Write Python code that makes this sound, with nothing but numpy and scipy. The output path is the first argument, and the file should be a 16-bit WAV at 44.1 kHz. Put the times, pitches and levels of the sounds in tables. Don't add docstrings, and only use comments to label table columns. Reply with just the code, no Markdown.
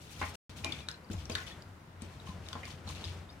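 import sys
import numpy as np
from scipy import signal
from scipy.io import wavfile
from scipy.ndimage import uniform_filter1d

SR = 44100
rng = np.random.default_rng(int(sys.argv[2]) if len(sys.argv) > 2 else 0)


def linear_from_db(decibels):
    return 10 ** (np.asarray(decibels, float) / 20)


def generate_wav(sig):
    pcm = np.round(np.clip(np.atleast_2d(sig).T, -1, 1) * 32767).astype(np.int16)
    wavfile.write(sys.argv[1], SR, pcm)


N = 149940

WIDE_HZ = 1060
LEFT_LAG_S = .00008
OPPOSITE = np.array([[1], [-1]])


def band(x, hz, width_hz):
    return signal.lfilter(*signal.iirpeak(min(hz, .45 * SR), hz / width_hz, fs=SR), x)


def band_twice(x, hz, width_hz):
    return band(band(x, hz, width_hz), hz, width_hz)


def unit(x):
    return x / np.sqrt(np.mean(x ** 2) + 1e-30)


def fade(t60, span=.5):
    return np.exp(-np.log(1000) * np.arange(int(span * SR)) / SR / max(t60, 1e-3))


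def ring(hz, t60, glide=0., span=.5):
    t = np.arange(int(span * SR)) / SR
    return fade(t60, span) * np.sin(2 * np.pi * hz * t * (1 + glide * t / t60))


def add(out, s, sound):
    i = int(s * SR)
    out[..., i:i + sound.shape[-1]] += sound[..., :N - i]


def walk(rate):
    k = int(SR / rate)
    held = np.repeat(rng.standard_normal(N // k + 1), k)
    slewed = uniform_filter1d(uniform_filter1d(held, k), k)
    return 1.6 * np.tanh(slewed[:N])


def pair(hz):
    mid, side = rng.standard_normal((2, N))
    return mid + min(hz / WIDE_HZ, 1) * side * OPPOSITE


def knocks():
    # (time [s], level [dB], contact brightness [Hz], spread [octaves], rattle t60 [s])
    wall_hits = [(.2150, -25, 1020, 0.96, 0.066), (.2170, -30, 2100, 0.37, 0.27),
                 (.2250, -30, 1000, .9, 0.26), (0.64, -36, 2440, 0.11, 0.23), (.6640, -36, 2410, 0.12, .6),
                 (.6470, -32, 870, 0.75, 0.089), (.6600, -38.5, 280, 0.25, .1),
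                 (.8870, -40, 1540, 0.26, 0.36), (1.1370, -39, 800, 1.2, .05),
                 (1.2981, -32, 580, 0.8, 0.088), (1.3064, -37.5, 436, .9, 0.24),
                 (1.3564, -32.5, 1560, 0.42, 0.43), (2.026, -43, 350, 0.91, 0.18),
                 (2.2720, -44, 1020, 0.28, 0.11), (2.5300, -40, 1300, 0.51, 0.022),
                 (2.5539, -33.5, 790, 0.97, 0.08), (2.5680, -41, 1050, 0.42, 0.18),
                 (2.6319, -39.5, 2270, 0.4, 0.31), (2.6760, -48, 1100, 0.26, .03),
                 (2.8766, -41.5, 920, 0.83, 0.13), (2.8990, -40.5, 1050, 0.65, .05),
                 (1.1020, -37.5, 330, 0.77, 0.16), (2.3300, -46.5, 330, 0.77, 0.11)]
    # (frequency [Hz], level [dB], t60 [s])
    wall_modes = [(271, -11, 0.43), (325, 1, 0.11), (455.5, 1.5, 0.071), (654.5, -1.5, 0.1),
                  (851, -2.5, 0.1), (1050, 2, 0.062), (1340, -15.5, 0.02), (1530, -1.5, 0.035),
                  (1981, -4.5, 0.085), (2123, -8, 0.11), (2224, -13, 0.11), (2423, -7.5, 0.075),
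                  (2680, -13.5, 0.06), (3300, -19.5, .05)]
    first_blow, bounce_size, bounces_per_s = 2.5, .4, 1800
    detune = .012
    clack_db, clack_t60_s = -8.5, 0.08
    out = np.zeros((2, N))
    for s, db, bright_hz, spread, rattle_t60 in wall_hits:
        size, chance = rng.standard_normal(SR // 2), rng.random(SR // 2)
        drive = bounce_size * size * fade(rattle_t60) * (chance < bounces_per_s / SR)
        drive[0] += first_blow
        body = np.zeros((2, SR // 2))
        for hz, mode_db, t60 in wall_modes:
            scatter = rng.standard_normal(3)
            off_octaves = np.log2(hz / bright_hz) / spread
            gain = linear_from_db(mode_db - 6.6 * off_octaves ** 2 + 1.1 * scatter[:2, None])
            phase = np.sign(np.cos(hz / 420)) if hz > WIDE_HZ else 1
            mode = ring(hz * (1 + detune * np.tanh(scatter[2])), t60)
            body += gain * mode * np.array([[1], [phase]])
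        hit = signal.fftconvolve(body, drive[None])
        add(out, s, linear_from_db(db) * hit / np.abs(hit).max())
        clack = unit(band_twice(rng.standard_normal((2, SR // 2)), bright_hz, bright_hz * spread))
        add(out, s, linear_from_db(db + clack_db) * clack * fade(clack_t60_s + .5 * rattle_t60))
    return out


def thumps():
    # (time [s], level [dB], base pitch [Hz], worktop share [dB])
    pushes = [(0.194, -31.5, 128, 4), (0.229, -32, 255, -4.5), (0.338, -39, 202, -5),
              (0.601, -36, 224, 2.5), (0.721, -37.5, 230, 5), (1.1, -24.5, 214, -2.5),
              (1.141, -28, 179, 6.5), (1.298, -28, 233, -1), (1.47, -57, 151, -8), (1.663, -46.5, 156, 7.5),
              (2.021, -30.5, 225, -2), (2.076, -38, 170, -9), (2.152, -42.5, 290, 7.5),
              (2.29, -27, 181, -2.5), (2.335, -40.5, 200, -9), (2.36, -35, 166, -16), (2.387, -35, 137, 5),
              (2.554, -32.5, 246, -6), (2.739, -32, 137, -4), (2.874, -34.5, 213, 4),
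              (3.057, -37.5, 151, 9.5), (3.158, -34, 163, -11)]
    # (frequency [Hz], level [dB], t60 [s])
    worktop_modes = [(67, -16.5, 0.65), (88.4, -5, 0.35)]
    base_t60_s, base_db = 0.069, -5.5
    out = np.zeros(N)
    worktop = sum(linear_from_db(mode_db) * ring(hz, t60) for hz, mode_db, t60 in worktop_modes)
    worktop = worktop * (1 - fade(0.06))
    for s, db, hz, worktop_db in pushes:
        base = linear_from_db(base_db) * ring(hz, base_t60_s)
        add(out, s, linear_from_db(db) * (base + linear_from_db(worktop_db) * worktop))
    return out


def clicks():
    # (time [s], level [dB], pitch [Hz], ring t60 [s])
    snaps = [(0.6452, -21.5, 3920, 0.0058), (.6459, -25.5, 5260, 0.0089), (0.6455, -26, 2930, 0.0074),
             (0.7231, -24, 3430, 0.016), (0.721, -32, 4420, 0.026), (.746, -44, 3640, 0.015),
             (.7900, -40.5, 3450, 0.018), (.8060, -42, 3830, .02), (0.8858, -31.5, 1490, 0.012),
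             (0.8869, -23.5, 3900, 0.0076), (0.9135, -33, 5060, 0.011), (1.0900, -50, 4570, 0.011),
             (1.1, -41.5, 1460, 0.013), (1.1330, -34, 7000, 0.015), (1.255, -34, 5500, 0.009),
             (1.2984, -34, 3400, 0.008), (1.2986, -30, 6100, 0.0065), (1.3020, -34.5, 2500, .015),
             (1.3193, -34, 4640, 0.037), (1.3522, -21, 3670, 0.011), (1.3521, -25.5, 3000, 0.004),
             (1.355, -27, 4340, 0.013), (1.3546, -24, 1590, 0.01), (1.4732, -40, 3370, 0.023),
             (1.4750, -48, 5500, .02), (1.6220, -39.5, 4730, 0.0074), (2.0203, -33, 7900, 0.008),
             (2.0219, -42.5, 9800, .005), (2.0215, -46.5, 3340, 0.012), (2.2, -42, 3780, 0.02),
             (2.2706, -45, 2870, 0.015), (2.2928, -45.5, 3780, 0.017), (2.4648, -40.5, 3750, .015),
             (2.4868, -34, 3480, 0.0069), (2.487, -33.5, 4460, 0.0041), (2.5303, -29.5, 3390, 0.0078),
             (2.5296, -34, 4520, 0.012), (2.5310, -37, 1360, .012), (2.5540, -48, 1140, .010),
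             (2.6328, -37, 2000, .018), (2.6544, -33.5, 4640, 0.0047), (2.705, -39, 3300, 0.0066),
             (2.8760, -33.5, 4100, 0.012), (2.89, -31.5, 4200, 0.0074), (2.9505, -36.5, 3750, .008),
             (3.0410, -29, 3730, 0.015), (3.0460, -32, 4800, .01), (3.052, -38, 4850, 0.026),
             (3.0530, -35, 3300, 0.0091), (3.083, -39, 4030, .015)]
    glide, span = .08, .1
    hard_t60_s, crack_db, crack_t60_s = .007, -2, .010
    splash_t60_s, splash_db = .08, -19
    out = np.zeros((2, N))
    for s, db, hz, t60 in snaps:
        tone = ring(hz, t60, glide, span) * (1 - fade(t60 / 8, span))
        add(out[0], s + LEFT_LAG_S, linear_from_db(db + 2.3) * tone)
        add(out[1], s, linear_from_db(db - 1.1) * tone)
        noise = band(band(rng.standard_normal((2, SR // 10)), 4350, 6200), 3900, 10000)
        crack = linear_from_db(crack_db) * min(hard_t60_s / t60, 1) ** 2 * fade(crack_t60_s, span)
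        splash = linear_from_db(splash_db) * fade(splash_t60_s, span)
        add(out, s, linear_from_db(db) * noise * (crack + splash))
    return out


def bubble_fizz():
    fizz_db, bubbles_per_s, flicker_db = -3, 1300, 2.5
    fizz = np.zeros((2, N))
    for s, octave, size, side in rng.random((int(bubbles_per_s * N / SR), 4)):
        hz = 2200 * 2 ** (1.677 * octave)
        bubble = ring(hz, 16 / hz, 0.048, span=.008) * (1 - fade(0.00049, .008))
        level = linear_from_db(-2.6 * np.log(1 - .97 * size))
        add(fizz, s * N / SR, level * bubble * np.array([[1], [2 * side - 1]]))
    hiss = rng.standard_normal((2, N)) * linear_from_db(flicker_db * walk(70))
    return linear_from_db(fizz_db) * unit(fizz) + hiss


def strokes():
    # (start [s], length [s], level [dB], centre [Hz])
    drags = [(-.05, 0.11, -57.5, 6700), (0.058, 0.24, -52.5, 6300), (0.19, 0.027, -51.5, 3540),
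             (0.337, 0.022, -49.5, 5180), (0.477, 0.013, -53.5, 3890), (0.558, 0.027, -51, 6100),
             (0.62, 0.17, -52, 3700), (0.885, 0.019, -54.5, 4060), (1.098, 0.0094, -58.5, 3280),
             (1.11, 0.015, -50.5, 7000), (1.163, 0.051, -56.5, 3830), (1.291, 0.036, -47.5, 3940),
             (1.359, 0.042, -52.5, 2800), (1.378, .01, -51, 8000), (1.406, .005, -65, 7000),
             (1.462, 0.024, -49, 4040), (2.003, 0.04, -57.5, 3530), (2.087, 0.13, -64.5, 3600),
             (2.253, 0.055, -56, 3500), (2.402, 0.2, -58, 3540), (2.643, 0.0096, -52.5, 4950),
             (2.676, 0.01, -57.5, 4660), (2.699, 0.011, -53.5, 4170), (2.861, 0.053, -48.5, 4300),
             (2.947, 0.028, -52, 3480), (3, 0.046, -58.5, 3800), (3.04, 0.066, -51, 3500),
             (3.165, 0.026, -66, 4000)]
    rise_share, release_s = 0.31, .04
    out = np.zeros((2, N))
    t = np.arange(N) / SR
    fizz = bubble_fizz()
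    for s, length, db, hz in drags:
        rise = np.clip((t - s) / (rise_share * length), 0, 1)
        release = np.exp(-np.clip(t - s - length, 0, 9) / release_s)
        out += linear_from_db(db) * rise * release * unit(band(fizz, hz, 1.53 * hz))
    return out


def bubbles():
    # (time [s], level [dB], pitch [Hz], ring t60 [s], rise [share of pitch])
    pops = [(.818, -45.5, 3370, 0.032, 0.0088), (.868, -48, 3750, 0.015, 0.013),
            (.904, -43, 3500, 0.032, 0.018), (.941, -40.5, 4000, .025, .1),
            (1.044, -48.5, 4670, 0.022, 0.01), (1.510, -44, 1830, 0.044, 0.01),
            (1.516, -43, 3400, 0.061, 0.012), (2.298, -43.5, 1020, 0.13, 0.01),
            (2.968, -44, 2730, .025, .03), (3.010, -43, 4280, .025, 0.01), (3.291, -44, 3676, 0.032, 0.011),
            (3.300, -43.5, 4580, 0.032, .25), (3.326, -49.5, 5250, .025, 0.16)]
    out = np.zeros(N)
    for s, db, hz, t60, rise in pops:
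        swell = 1 - fade(0.48 * t60, .2)
        add(out, s, linear_from_db(db + 3) * ring(hz, t60, rise, .2) * swell)
    return np.array([out, np.roll(out, -int(LEFT_LAG_S * SR))])


def water():
    # (time [s], level [dB])
    effort_curve = [(0, -66), (.18, -57), (.35, -51), (0.551, -55.5), (.7, -49), (1.05, -63), (1.15, -56.5),
                    (1.35, -49), (1.6, -56), (1.95, -73), (2.07, -57), (2.32, -54.5), (2.6, -52.5),
                    (2.8, -53.5), (3.052, -49), (3.4, -60.5)]
    slosh_hz, slosh_db, rumble_db = 425, -3.5, 2.5
    t, db = np.array(effort_curve).T
    effort = linear_from_db(np.interp(np.arange(N) / SR, t, db))
    slosh = linear_from_db(slosh_db + 2.2 * walk(29.93)) * unit(band(pair(slosh_hz), slosh_hz, 780))
    low = band_twice(pair(80), 73.7, 35)
    upper = 0.36 * band(pair(155), 145, 36)
    rumble = linear_from_db(rumble_db + 2 * walk(7.73)) * unit(low + upper)
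    return effort * (slosh + rumble)


def kitchen():
    # (frequency [Hz], level per Hz [dB])
    air_spectrum = [(30, -6.5), (70, -5.5), (160, -9), (400, -19.5), (1200, -23), (3000, -35), (7000, -43),
                    (16000, -43)]
    air_db, hum_hz, hum_width_hz, hum_db = -53, 89, 6, -55.5
    hz_at, db_at = np.array(air_spectrum).T
    air = np.zeros((2, N))
    for hz in 30 * 2 ** np.arange(0, 9.3, .5):
        db = np.interp(np.log(hz), np.log(hz_at), db_at) + 1.0 * walk(7)
        air += linear_from_db(db) * band_twice(pair(hz), hz, hz / 2)
    hum = unit(band_twice(rng.standard_normal(N), hum_hz, hum_width_hz))
    return linear_from_db(air_db) * unit(air) + linear_from_db(hum_db) * hum


def echo(pot):
    t60_s, echo_db = .2, -12
    tail = band(rng.standard_normal((2, SR // 2)), 1480, 6200) * fade(t60_s)
    tail = tail / np.sqrt((tail ** 2).sum(axis=1, keepdims=True))
    return signal.fftconvolve(pot, linear_from_db(echo_db) * tail, axes=1)[:, :N]


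def scene():
    pan_db = 2.5
    pot = knocks() + clicks() + strokes() + bubbles()
    bed = thumps() + water() + kitchen()
    return (pot + echo(pot) + bed) * linear_from_db(pan_db * OPPOSITE / 2)


def top_cut(x):
    return signal.sosfilt(signal.butter(12, 16480, fs=SR, output="sos"), x)


def record(dry):
    drop_s, back_s = .3555, .4946
    t = np.arange(N) / SR
    x = signal.sosfilt(signal.butter(2, 62, "high", fs=SR, output="sos"), dry)
    x = signal.sosfilt(signal.butter(1, 9000, fs=SR, output="sos"), x)
    x = x * ((t < drop_s) | (t > back_s))
    mix = signal.sosfilt(signal.ellip(8, .2, 70, 15900, fs=SR, output="sos"), x)
    return top_cut(mix)


dry = scene()
out = record(dry)
generate_wav(out)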